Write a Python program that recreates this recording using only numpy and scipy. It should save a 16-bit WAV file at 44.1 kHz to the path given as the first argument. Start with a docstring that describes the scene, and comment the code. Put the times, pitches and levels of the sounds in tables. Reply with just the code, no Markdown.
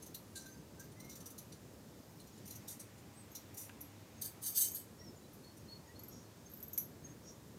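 """First a low lumpy rumble, a far hum and the microphone's hiss, in a quiet room with a window open.
At once large steel shears cut cloth on the stone floor: short nips and long cuts drive ringing
blade modes with the grit of parting threads, and the pivot squeaks in gliding tones.
Birds call outside, as gliding tones and throbbing noise; bangles clink, mostly at the end, as rattles
through narrow resonances, and a few taps on the floor are decaying sines. The room adds a short tail."""
import sys
import numpy as np
from scipy import signal
from scipy.fft import rfft, irfft
from scipy.io import wavfile
from scipy.ndimage import uniform_filter1d

SR = 44100
rng = np.random.default_rng(int(sys.argv[2]) if len(sys.argv) > 2 else 0)


def to_wav(s):
    """Save 16-bit WAV."""
    ch = np.atleast_2d(s).T  # columns
    pcm = np.round(np.clip(ch, -1, 1) * 32767)  # PCM
    wavfile.write(sys.argv[1], SR, pcm.astype(np.int16))


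N = 334278
T = np.arange(N) / SR
SILENT_DB = -140


def amp(db):
    """Decibels to amplitude."""
    return 10 ** (np.asarray(db) / 20)


def rms_one(x):
    """Scale to an rms of 1."""
    return x / np.sqrt(np.mean(x ** 2) + 1e-20)


def played(tables, column, rest):
    """One column of many tables on the time axis, at rest between them."""
    out = np.full(N, float(rest))
    for rows in map(np.array, tables):
        inside = (T >= rows[0, 0]) & (T <= rows[-1, 0])
        out[inside] = np.interp(T[inside], rows[:, 0], rows[:, column])
    return out


def over_time(rows):
    """A two-column table of seconds and values, interpolated on the time axis."""
    return np.interp(T, *np.transpose(rows))


def resonate(x, hz, width):
    """Two-pole resonance with gain 1 on top; width in Hz."""
    r = np.exp(-np.pi * width / SR)
    feedback = [1, -2 * r * np.cos(2 * np.pi * hz / SR), r * r]
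    return signal.lfilter([(1 - r * r) / 2, 0, (r * r - 1) / 2], feedback, x + 1e-18)


def drift(rate):
    """Random wander through normal values of spread 1, rate of them per second."""
    knots = rng.standard_normal(int(N / SR * rate) + 2)
    return np.interp(T * rate, np.arange(len(knots)), knots)


def coloured(spectrum):
    """Noise shaped by a spectrum; rms 1."""
    hz, db = np.transpose(spectrum)
    bins = np.maximum(np.fft.rfftfreq(N, 1 / SR), 1)
    gain = amp(np.interp(np.log(bins), np.log(hz), db))
    return rms_one(irfft(rfft(rng.standard_normal(N)) * gain, N))


# The rumble's level. Each row: time in seconds, level in dB before its wander.
RUMBLE_LEVEL = [(0.0, -57.5), (0.78, -55.5), (3.6, -60.5), (4.9, -58), (5.02, -53), (5.24, -56.5),
                (7.58, -56)]
# Spectra of the rumble and of the microphone's hiss. Each row: frequency in Hz, relative density in dB per Hz.
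RUMBLE_SPECTRUM = [(18, -54), (30, -52), (60, -6.5), (102, 0.5), (130, -1.5), (222, -2), (257, -4.5),
                   (293, -4), (700, -18.5), (910, -32), (1540, -120)]
HISS_SPECTRUM = [(240, -23.5), (400, -2.5), (545, -2.5), (742, -8.5), (949, -7), (1350, -12), (1580, -12.5),
                 (2550, -17.5), (6440, -16), (11200, -22), (12900, -19), (15400, -22.5), (16000, -32.5)]
# Tones of the far machine. Each row: frequency in Hz, width in Hz, level in dB before the swell.
MACHINE_TONES = [(103.1, 3.8, -64), (219.7, 5.4, -69), (293.3, 7.4, -69.5), (805, 4.4, -78), (956, 5, -89),
                 (676, 170, -79.5), (2130, 890, -71.5)]
# The machine's swell. Each row: time in seconds, gain in dB.
MACHINE_SWELL = [(0, -6), (2.2, -13), (2.5, 0), (3.2, -0.5), (3.7, 1), (4.7, -1.5), (5.0, -13), (7.58, -25)]
HISS_DB = -63.5  # rms without the patches
PATCH_HZ = 900 * np.sqrt(2) ** np.arange(9)


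def background():
    """Lumpy rumble, a far machine that swells, and hiss with faint patches: all filtered noise."""
    rumble = amp(over_time(RUMBLE_LEVEL) + 1.9 * drift(20)) * coloured(RUMBLE_SPECTRUM)
    machine = np.zeros(N)
    for hz, width, db in MACHINE_TONES:
        machine += amp(db) * rms_one(resonate(rng.standard_normal(N), hz, width))
    machine *= amp(over_time(MACHINE_SWELL))
    hiss = coloured(HISS_SPECTRUM)
    patches = sum(amp(7.5 * drift(4.1) - 17) * resonate(hiss, hz, hz / 6) for hz in PATCH_HZ)
    return rumble + machine + amp(HISS_DB) * (hiss + patches)


def threads(per_s, spread_db, clump_db):
    """Threads part at random moments, in clumps, with uneven strength; rms 1."""
    sizes = amp(spread_db * np.minimum(rng.exponential(1, N), 5)) * rng.choice([-1, 1], N)
    parting = rng.random(N) < per_s / SR
    return rms_one(sizes * parting * amp(clump_db * drift(90)))


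# Centres in Hz of the four bands that carry the force on the steel.
BAND_CENTRES_HZ = [4000, 6300, 9400, 13300]
BAND_STEPS = np.arange(4) - 1.5  # for tilting the bands by a brightness


def nearest_band(hz):
    """The band whose centre is closest in pitch."""
    return np.argmin(np.abs(np.log(hz / np.array(BAND_CENTRES_HZ))))


def steel(grind, modes, bare_db, widen):
    """Force in each of four bands drives the blade modes in that band plus an unrung rasp."""
    grit, out = threads(9000, spread_db=2.5, clump_db=2.5), np.zeros(N)
    edges = [2600, 5000, 8000, 11000, 17000]  # of the rasp, Hz
    for band, force in enumerate(grind):
        own = [mode for mode in modes if nearest_band(mode[0]) == band]
        power = sum(amp(db) ** 2 * width for hz, width, db in own) * widen * np.pi / SR
        drive = force * grit
        for k, (hz, width, db) in enumerate(own):
            # the contact slides along the edge, so each mode swells and fades on its own
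            swell = amp(db + 4.13 * drift(22)) / np.sqrt(power)
            out += (-1) ** k * resonate(drive * swell, hz, width * widen)
        rasp_filter = signal.butter(2, edges[band:band + 2], "band", fs=SR, output="sos")
        out += amp(bare_db) * signal.sosfilt(rasp_filter, drive)
    return out


# Ring of the steel, blades wide open and nearly shut.
# Each row: frequency in Hz, width in Hz before widening, level in dB relative to its band's other modes.
OPEN_BLADE_MODES = [(2941, 74, -14.5), (3620, 74, -9.5), (4083, 41, -3.5), (4556, 55, -7.5),
                    (5920, 103, 0.5), (6350, 67, -2), (6560, 32, -3), (7120, 114, -3), (8280, 67, -1),
                    (8670, 69, -4), (9650, 160, -3), (10340, 84, -4.5), (10700, 99, -3.5),
                    (11600, 49, -5.5), (11900, 300, -5.5), (13200, 31, -9), (13300, 29, -12),
                    (13600, 62, -5), (14050, 64, -5), (15000, 47, -29)]
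SHUT_BLADE_MODES = [(1670, 140, -25), (2170, 37, -29), (2770, 41, -27), (3050, 33.4, -11),
                    (3660, 67, -13.5), (3970, 97, -14.5), (4600, 115, -7), (5140, 100, -15),
                    (6330, 180, -1), (8120, 120, -1.5), (8700, 52, -1), (9200, 98, -5.5), (10160, 69, -2),
                    (10700, 99, -3), (11240, 30, -12), (11400, 110, -5.5), (11900, 92, -5),
                    (12500, 160, -2), (12700, 12, 0), (13300, 100, 1), (14000, 56, -4), (14900, 60, -10),
                    (15200, 80, -10), (15500, 55, -15)]


def shears():
    """Nips and open cuts ring the wide open blades; cuts at the tips ring them nearly shut."""
    nip_force, ringing = nips()
    open_cuts, tip_cuts = cuts()
    wide_open = steel(nip_force + open_cuts, OPEN_BLADE_MODES, bare_db=-2.0, widen=2.5)
    tips = steel(tip_cuts, SHUT_BLADE_MODES, bare_db=-3.0, widen=1.8)
    return ringing + wide_open + tips


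# Short nips. Each row: time in seconds (4 ms after the force sets in), force in dB before shaping,
# brightness in dB per band step, low and high pitch that ring out in Hz.
SHORT_NIPS = [(0.0238, -41.5, 0.1, 6350, 11170), (0.0613, -43.5, 1.5, 6350, 11960),
              (0.145, -34, 1, 4083, 11400), (0.3566, -35, -2, 7120, 9780), (0.4599, -48, -3, 6200, 13600),
              (0.7968, -49, 1.5, 7150, 13300), (0.8394, -48, 1, 4860, 13700),
              (0.9194, -53.5, 0.1, 3620, 9980), (1.0006, -49, 0, 5880, 14700),
              (1.046, -46.5, -1.5, 5820, 12500), (1.0946, -44.5, -0.5, 5800, 13600),
              (1.112, -47, -1, 5800, 13600), (1.1294, -51, 1, 5800, 13600), (1.1553, -43, 2.1, 7030, 11900),
              (1.2042, -45, 0.5, 5970, 11900), (1.259, -38, 0.5, 5920, 11900),
              (1.3024, -46, 3, 5970, 13600), (1.3813, -37, 1.3, 6560, 11600),
              (1.522, -49, -3.5, 5800, 10500), (2.1984, -46.5, -2.5, 4190, 10700),
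              (2.2702, -52, -1.1, 6900, 12200), (2.3744, -52, -5, 7110, 10500),
              (2.456, -47.5, 2, 5850, 12000), (2.478, -48, 3, 5850, 13900), (2.507, -40, 2.5, 5850, 11800),
              (2.554, -41.5, 1.5, 5920, 12200), (2.797, -39, 2, 6000, 9300),
              (2.9794, -52.5, -2, 7080, 9380), (3.352, -34, 1, 5730, 12170), (3.5419, -47, 4, 5840, 12000),
              (3.8087, -43.5, 7.5, 5800, 11400), (5.3323, -55, 6, 6330, 13300),
              (5.4397, -57.5, -2, 4280, 14400), (5.5697, -53, 5.5, 7200, 9800)]
# Force of a nip in the four bands, in dB before brightness and lift.
NIP_BANDS_DB = [-20, -16.5, -16, -17.5]
PITCH_LIFT_DB = 3  # a band that holds one of the two pitches is stronger
NIP_SWELL_MS, NIP_GRIND_MS = 7, 17.9


def nips():
    """Each nip swells quickly, grinds briefly and lets go; one low and one high pitch ring out.
    Returns the force in four bands and the sound of those two pitches."""
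    grind, ringing = np.zeros((4, N)), np.zeros(N)
    since_ms = np.arange(SR // 5) * 1000 / SR
    rasps = rng.standard_normal((len(SHORT_NIPS), len(since_ms)))
    shape = np.clip(since_ms / NIP_SWELL_MS, 0, 1) * np.exp(-(since_ms / NIP_GRIND_MS) ** 2)
    for (s, db, bright_db, low_hz, high_hz), rasp in zip(SHORT_NIPS, rasps):
        at = round((s - .004) * SR)
        bands_db = NIP_BANDS_DB + bright_db * BAND_STEPS
        bands_db[[nearest_band(low_hz), nearest_band(high_hz)]] += PITCH_LIFT_DB  # once if shared
        force = amp(db + bands_db)[:, None] * shape
        grind[:, at:at + len(shape)] += force
        low = resonate(rasp * force[:2].max(axis=0), low_hz, 98)
        high = resonate(rasp * force[2:].max(axis=0), high_hz, 150)
        ringing[at:at + len(shape)] += amp(19) * low + amp(17) * high
    return grind, ringing


def whistles(tones, flutter_db, waver=0.00185, partials=((1, 0),), index=2):
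    """Gliding tones, softly faded in and out, unsteady in level and pitch; index picks the level column."""
    gain = uniform_filter1d(amp(played(tones, index, SILENT_DB)), size=400)
    hz = np.interp(T, *np.vstack(tones)[:, :2].T) * (1 + waver * drift(150))
    phase = 2 * np.pi * np.cumsum(hz) / SR
    voice = sum(amp(db + flutter_db * drift(60)) * np.sin(k * phase) for k, db in partials)
    return np.sqrt(2) * gain * voice


# Squeaks of the pivot, one list for each. Each row: time in seconds, pitch in Hz before waver,
# level of the fundamental in dB before flutter, base level of the overtones in dB.
PIVOT_SQUEAKS = [
    [(0.355, 1600, -79, -90), (0.375, 1585, -66, -75), (0.42, 1570, -71, -79), (0.465, 1540, -59, -72),
     (0.5, 1565, -80, -72), (0.6, 1574, -84, -75), (0.64, 1570, -87, -88)],
    [(0.775, 1490, -83, -90), (0.815, 1624, -59, -68), (0.87, 1560, -82, -88.5)],
]
# Overtones of a squeak. 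Each row: multiple of the pitch, level in dB against the base level.
PIVOT_OVERTONES = [(3, -10), (4, 3), (8, -10), (9, -7)]


def pivot():
    """The pivot squeaks: a wavering fundamental and, wavering apart from it, a set of overtones."""
    fundamental = whistles(PIVOT_SQUEAKS, flutter_db=6.5, waver=0.016)
    overtones = whistles(PIVOT_SQUEAKS, flutter_db=7.0, waver=0.0088, partials=PIVOT_OVERTONES, index=3)
    return fundamental + overtones


# Long cuts. Each row: start in seconds, force in dB as the edges bite, end of the push in ms after
# the start, force in dB there, fade in dB per second, brightness in dB per band step,
# blades nearly shut 0 or 1.
LONG_CUTS = [(0.362, -49, 25, -54.5, 255, -3.5, 0), (2.445, -63, 99, -63, 700, -2, 0),
             (2.674, -47.5, 49, -48.5, 600, -1.1, 0), (3.565, -47, 70, -54.5, 330, 2.2, 0),
             (4.211, -40, 16, -46, 600, 1.1, 1), (4.236, -54, 19, -43, 424, -0.3, 1),
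             (4.404, -65, 63, -35.5, 300, 0.6, 1), (4.545, -42, 74, -30.5, 233, -0.15, 1),
             (4.742, -49, 24, -48, 328, 0.5, 1)]
# Force of a cut in the four bands, in dB before brightness: a row for blades open, a row for nearly shut.
CUT_BANDS_DB = [
    [-17.5, -5.5, -5.5, -4.5],
    [-14.5, -10.5, -5, -5],
]
BITE_MS = 10


def cuts():
    """The edges bite, the hand pushes on evenly, then the force fades; four bands, blades open and shut."""
    out = np.zeros((2, 4, N))
    for s, bite_db, push_ms, end_db, fade_db_per_s, bright_db, shut in LONG_CUTS:
        shut = round(shut)
        since_ms = (T - s) * 1000
        force = np.interp(since_ms, [0, BITE_MS, push_ms], [0, amp(bite_db), amp(end_db)])
        force *= amp(-fade_db_per_s * np.clip(since_ms - push_ms, 0, 1000) / 1000)
        out[shut] += amp(CUT_BANDS_DB[shut] + bright_db * BAND_STEPS)[:, None] * force
    return out


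NOTE_EDGE_DB = -13.5  # level at the start and end of a note, against its loudest moment


def notes(rows):
    """Each note swells while curving into its pitch, then fades while curving away: rows of (s, Hz, dB)."""
    way = np.linspace(0, 1, 5)
    out = []
    for s, rise_ms, fall_ms, hz, into_hz, after_hz, db in rows:
        rise = [(s - rise_ms / 1000 * k, hz - into_hz * k * k, db + NOTE_EDGE_DB * k) for k in way[::-1]]
        fall = [(s + fall_ms / 1000 * k, hz + after_hz * k * k, db + NOTE_EDGE_DB * k) for k in way[1:]]
        out.append(rise + fall)
    return out


# Faint breathy tones from far off. Each row: loudest moment in seconds, rise in ms, fall in ms,
# pitch in Hz before waver, slide up into it in Hz, slide after it in Hz, level in dB before flutter.
FAINT_TONES = [(1.05, 120, 129.9, 2135, 280, -38, -69), (1.19, 9.1, 70.5, 1787, 5, -19.5, -77),
               (5.018, 25, 90, 1926, -30, -5, -71.5), (5.885, 21, 70, 1906, -41, 4, -66),
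               (6.05, 60, 80, 2050, 100, 158, -71)]


def far_tones():
    """Low gliding tones made breathy by a strong random waver in pitch."""
    return whistles(notes(FAINT_TONES), flutter_db=5.5, waver=0.016)


# Bird whistles outside. Each row: loudest moment in seconds, rise in ms, fall in ms,
# pitch in Hz before waver, slide up into it in Hz, slide after it in Hz, level in dB before flutter.
BIRD_NOTES = [(2.358, 68, 22, 6740, 190, 121, -66), (3.176, 46, 70, 8320, 840, -700, -62.5),
              (4.188, 48, 24, 6453, 100, 19.5, -69), (4.74, 45, 60, 6733, 701, 60.5, -58),
              (5.025, 45, 80, 5630, 298.5, -600, -62), (5.17, 20, 20.7, 7000, -400, -200, -72),
              (5.25, 45, 45, 4000, 150, 154, -73), (5.452, 22, 95, 4353, 199.5, 78, -69),
              (5.598, 12, 14, 6600, -100, -30, -65), (5.625, 12, 15, 4760, -20, 5, -67),
              (5.652, 12, 25, 5980, -50, -78, -72), (5.708, 26, 67, 4373, 194, -52, -61),
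              (5.878, 18, 22, 6676, 32, -100, -68), (5.985, 35, 33.2, 4380, 250, -38, -60.5),
              (6.084, 14, 16, 4354, 11, 40.5, -69), (6.262, 30, 60, 4345, 200, 30, -71),
              (6.464, 34, 67, 6390, 100, -39, -69), (6.732, 22, 60, 6550, 203, -130, -62.5),
              (7.05, 20, 66, 6480, 79.5, -60, -60.5)]


def birds():
    """Birds whistle single gliding tones with a slight waver."""
    return whistles(notes(BIRD_NOTES), flutter_db=6.5, waver=0.00396)


# Bangle clinks. Each row: start in seconds, rms level of the first moments in dB,
# lift of the modes below 9000 Hz in dB (10 dB is added to it), pitch struck in Hz.
BANGLE_CLINKS = [(3.3164, -58, -3, 12300), (4.7174, -45, -23, 12530), (4.747, -41, -21, 11850),
                 (5.9928, -54, -7, 11600), (6.035, -51.5, -5.5, 12750), (6.0825, -52, -22, 12500),
                 (6.4971, -62, -13.5, 12700), (6.5161, -58, -26, 13200), (6.536, -50, -27, 11900),
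                 (6.5725, -55, -24, 14800), (6.603, -55, -21, 11600), (6.6266, -47, -12.5, 12300),
                 (6.6806, -51, -27, 12570), (6.7316, -44, -12, 13200), (6.777, -32, -13, 11900)]
# Modes of the bangles. Each row: frequency in Hz, width in Hz, relative strength in dB.
BANGLE_MODES = [(5940, 43, -17), (6480, 88, -11), (6980, 50, -14.5), (7830, 47, -22), (8590, 55, -31),
                (9100, 65, -28.5), (9700, 240, -20), (10300, 46, -35), (11590, 130, -6.5), (12300, 53, -8),
                (12500, 91, -0.5), (13200, 70, -8), (13600, 37, -11), (14000, 46, -20), (14800, 93, -10),
                (16000, 130, -23)]
RATTLE_MS, CLINK_SPREAD_DB, FIRST_MS = 5.5, 3, 7.7
CRACK_MS, CRACK_DB = 1.2, -16  # the bare tick at first touch


def bangles():
    """Each clink is a short rattle that wakes low modes and those near its own pitch, with uneven strength."""
    out, since_ms = np.zeros(N), np.arange(SR // 4) * 1000 / SR
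    rattles = rng.standard_normal((len(BANGLE_CLINKS), len(since_ms)))
    uneven_db = CLINK_SPREAD_DB * rng.standard_normal((len(BANGLE_CLINKS), len(BANGLE_MODES)))
    for (s, db, low_db, centre_hz), rattle, uneven in zip(BANGLE_CLINKS, rattles, uneven_db):
        force = rattle * np.exp(-since_ms / RATTLE_MS)
        ringing = amp(-16.5) * resonate(resonate(force, centre_hz, 2100), centre_hz, 2100)
        ringing += amp(4.5) * resonate(resonate(force, centre_hz, 1500), centre_hz, 150)
        ringing += amp(CRACK_DB) * resonate(rattle * np.exp(-since_ms / CRACK_MS), 11600, 9000)
        for (hz, width, mode_db), chance_db in zip(BANGLE_MODES, uneven):
            reach_db = low_db + 10 if hz < 9000 else -4.5 * abs(hz - centre_hz) / 1000
            gain = amp(mode_db + reach_db + chance_db + 11.5)
            ringing += gain * resonate(resonate(force, hz, 1400), hz, width)
        out[round(s * SR):][:len(ringing)] += amp(db) * ringing / np.std(ringing[since_ms < FIRST_MS])
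    return out


# Taps on the floor. Each row: start in seconds, level in dB before the decay, pitch in Hz, width in Hz.
FLOOR_TAPS = [(3.695, -33.5, 2330, 1800), (3.698, -47, 1630, 150), (3.698, -45.5, 2630, 200),
              (6.78, -47.5, 2220, 120)]


def knocks():
    """A tap is a sine dying away, faster the wider its resonance."""
    out, since = np.zeros(N), np.arange(SR // 20) / SR
    for s, db, hz, width in FLOOR_TAPS:
        tap = np.sin(2 * np.pi * hz * since) * np.exp(-np.pi * width * since)
        out[round(s * SR):][:len(since)] += amp(db) * tap
    return out


# Hoarse chirps. Each row: loudest moment in seconds, rise in ms, fall in ms, level in dB before throbbing.
HOARSE_CHIRPS = [(6.135, 45, 110, -61), (7.285, 55, 67, -60.5)]
# Bands of the hoarse voice. Each row: frequency in Hz, width in Hz of each of two passes, relative gain in dB.
HOARSE_BANDS = [(5640, 440, 1.5), (6600, 310, -0.5)]


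def chirps():
    """Noise in two broad bands, throbbing at random."""
    noise = rng.standard_normal(N)
    voice = sum(amp(db) * resonate(resonate(noise, hz, width), hz, width) for hz, width, db in HOARSE_BANDS)
    rows = [(s, rise, fall, 0, 0, 0, db) for s, rise, fall, db in HOARSE_CHIRPS]
    level = played(notes(rows), 2, SILENT_DB)
    return uniform_filter1d(amp(level), size=600) * amp(2.6 * drift(40)) * rms_one(voice)


ROOM_T60_S, ROOM_DB = 0.21, -5.5


def room(x):
    """Dense decaying reflections after a short gap."""
    since = np.arange(SR // 2) / SR
    tail = rng.standard_normal(len(since)) * amp(-60 * since / ROOM_T60_S) * (since > .004)
    tail /= np.sqrt(np.sum(tail ** 2))
    return x + amp(ROOM_DB) * signal.fftconvolve(x, tail)[:N]


def scene():
    """All but the background passes through the room; one channel."""
    indoors = shears() + pivot() + bangles() + knocks()
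    outside = far_tones() + birds() + chirps()
    return (background() + room(indoors + outside))[None]


CUTOFF_HZ = 15850


def record(dry):
    """A steep low-pass cuts the top."""
    return signal.sosfilt(signal.ellip(12, .5, 60, CUTOFF_HZ, fs=SR, output="sos"), dry)


dry = scene()
out = record(dry)
to_wav(out)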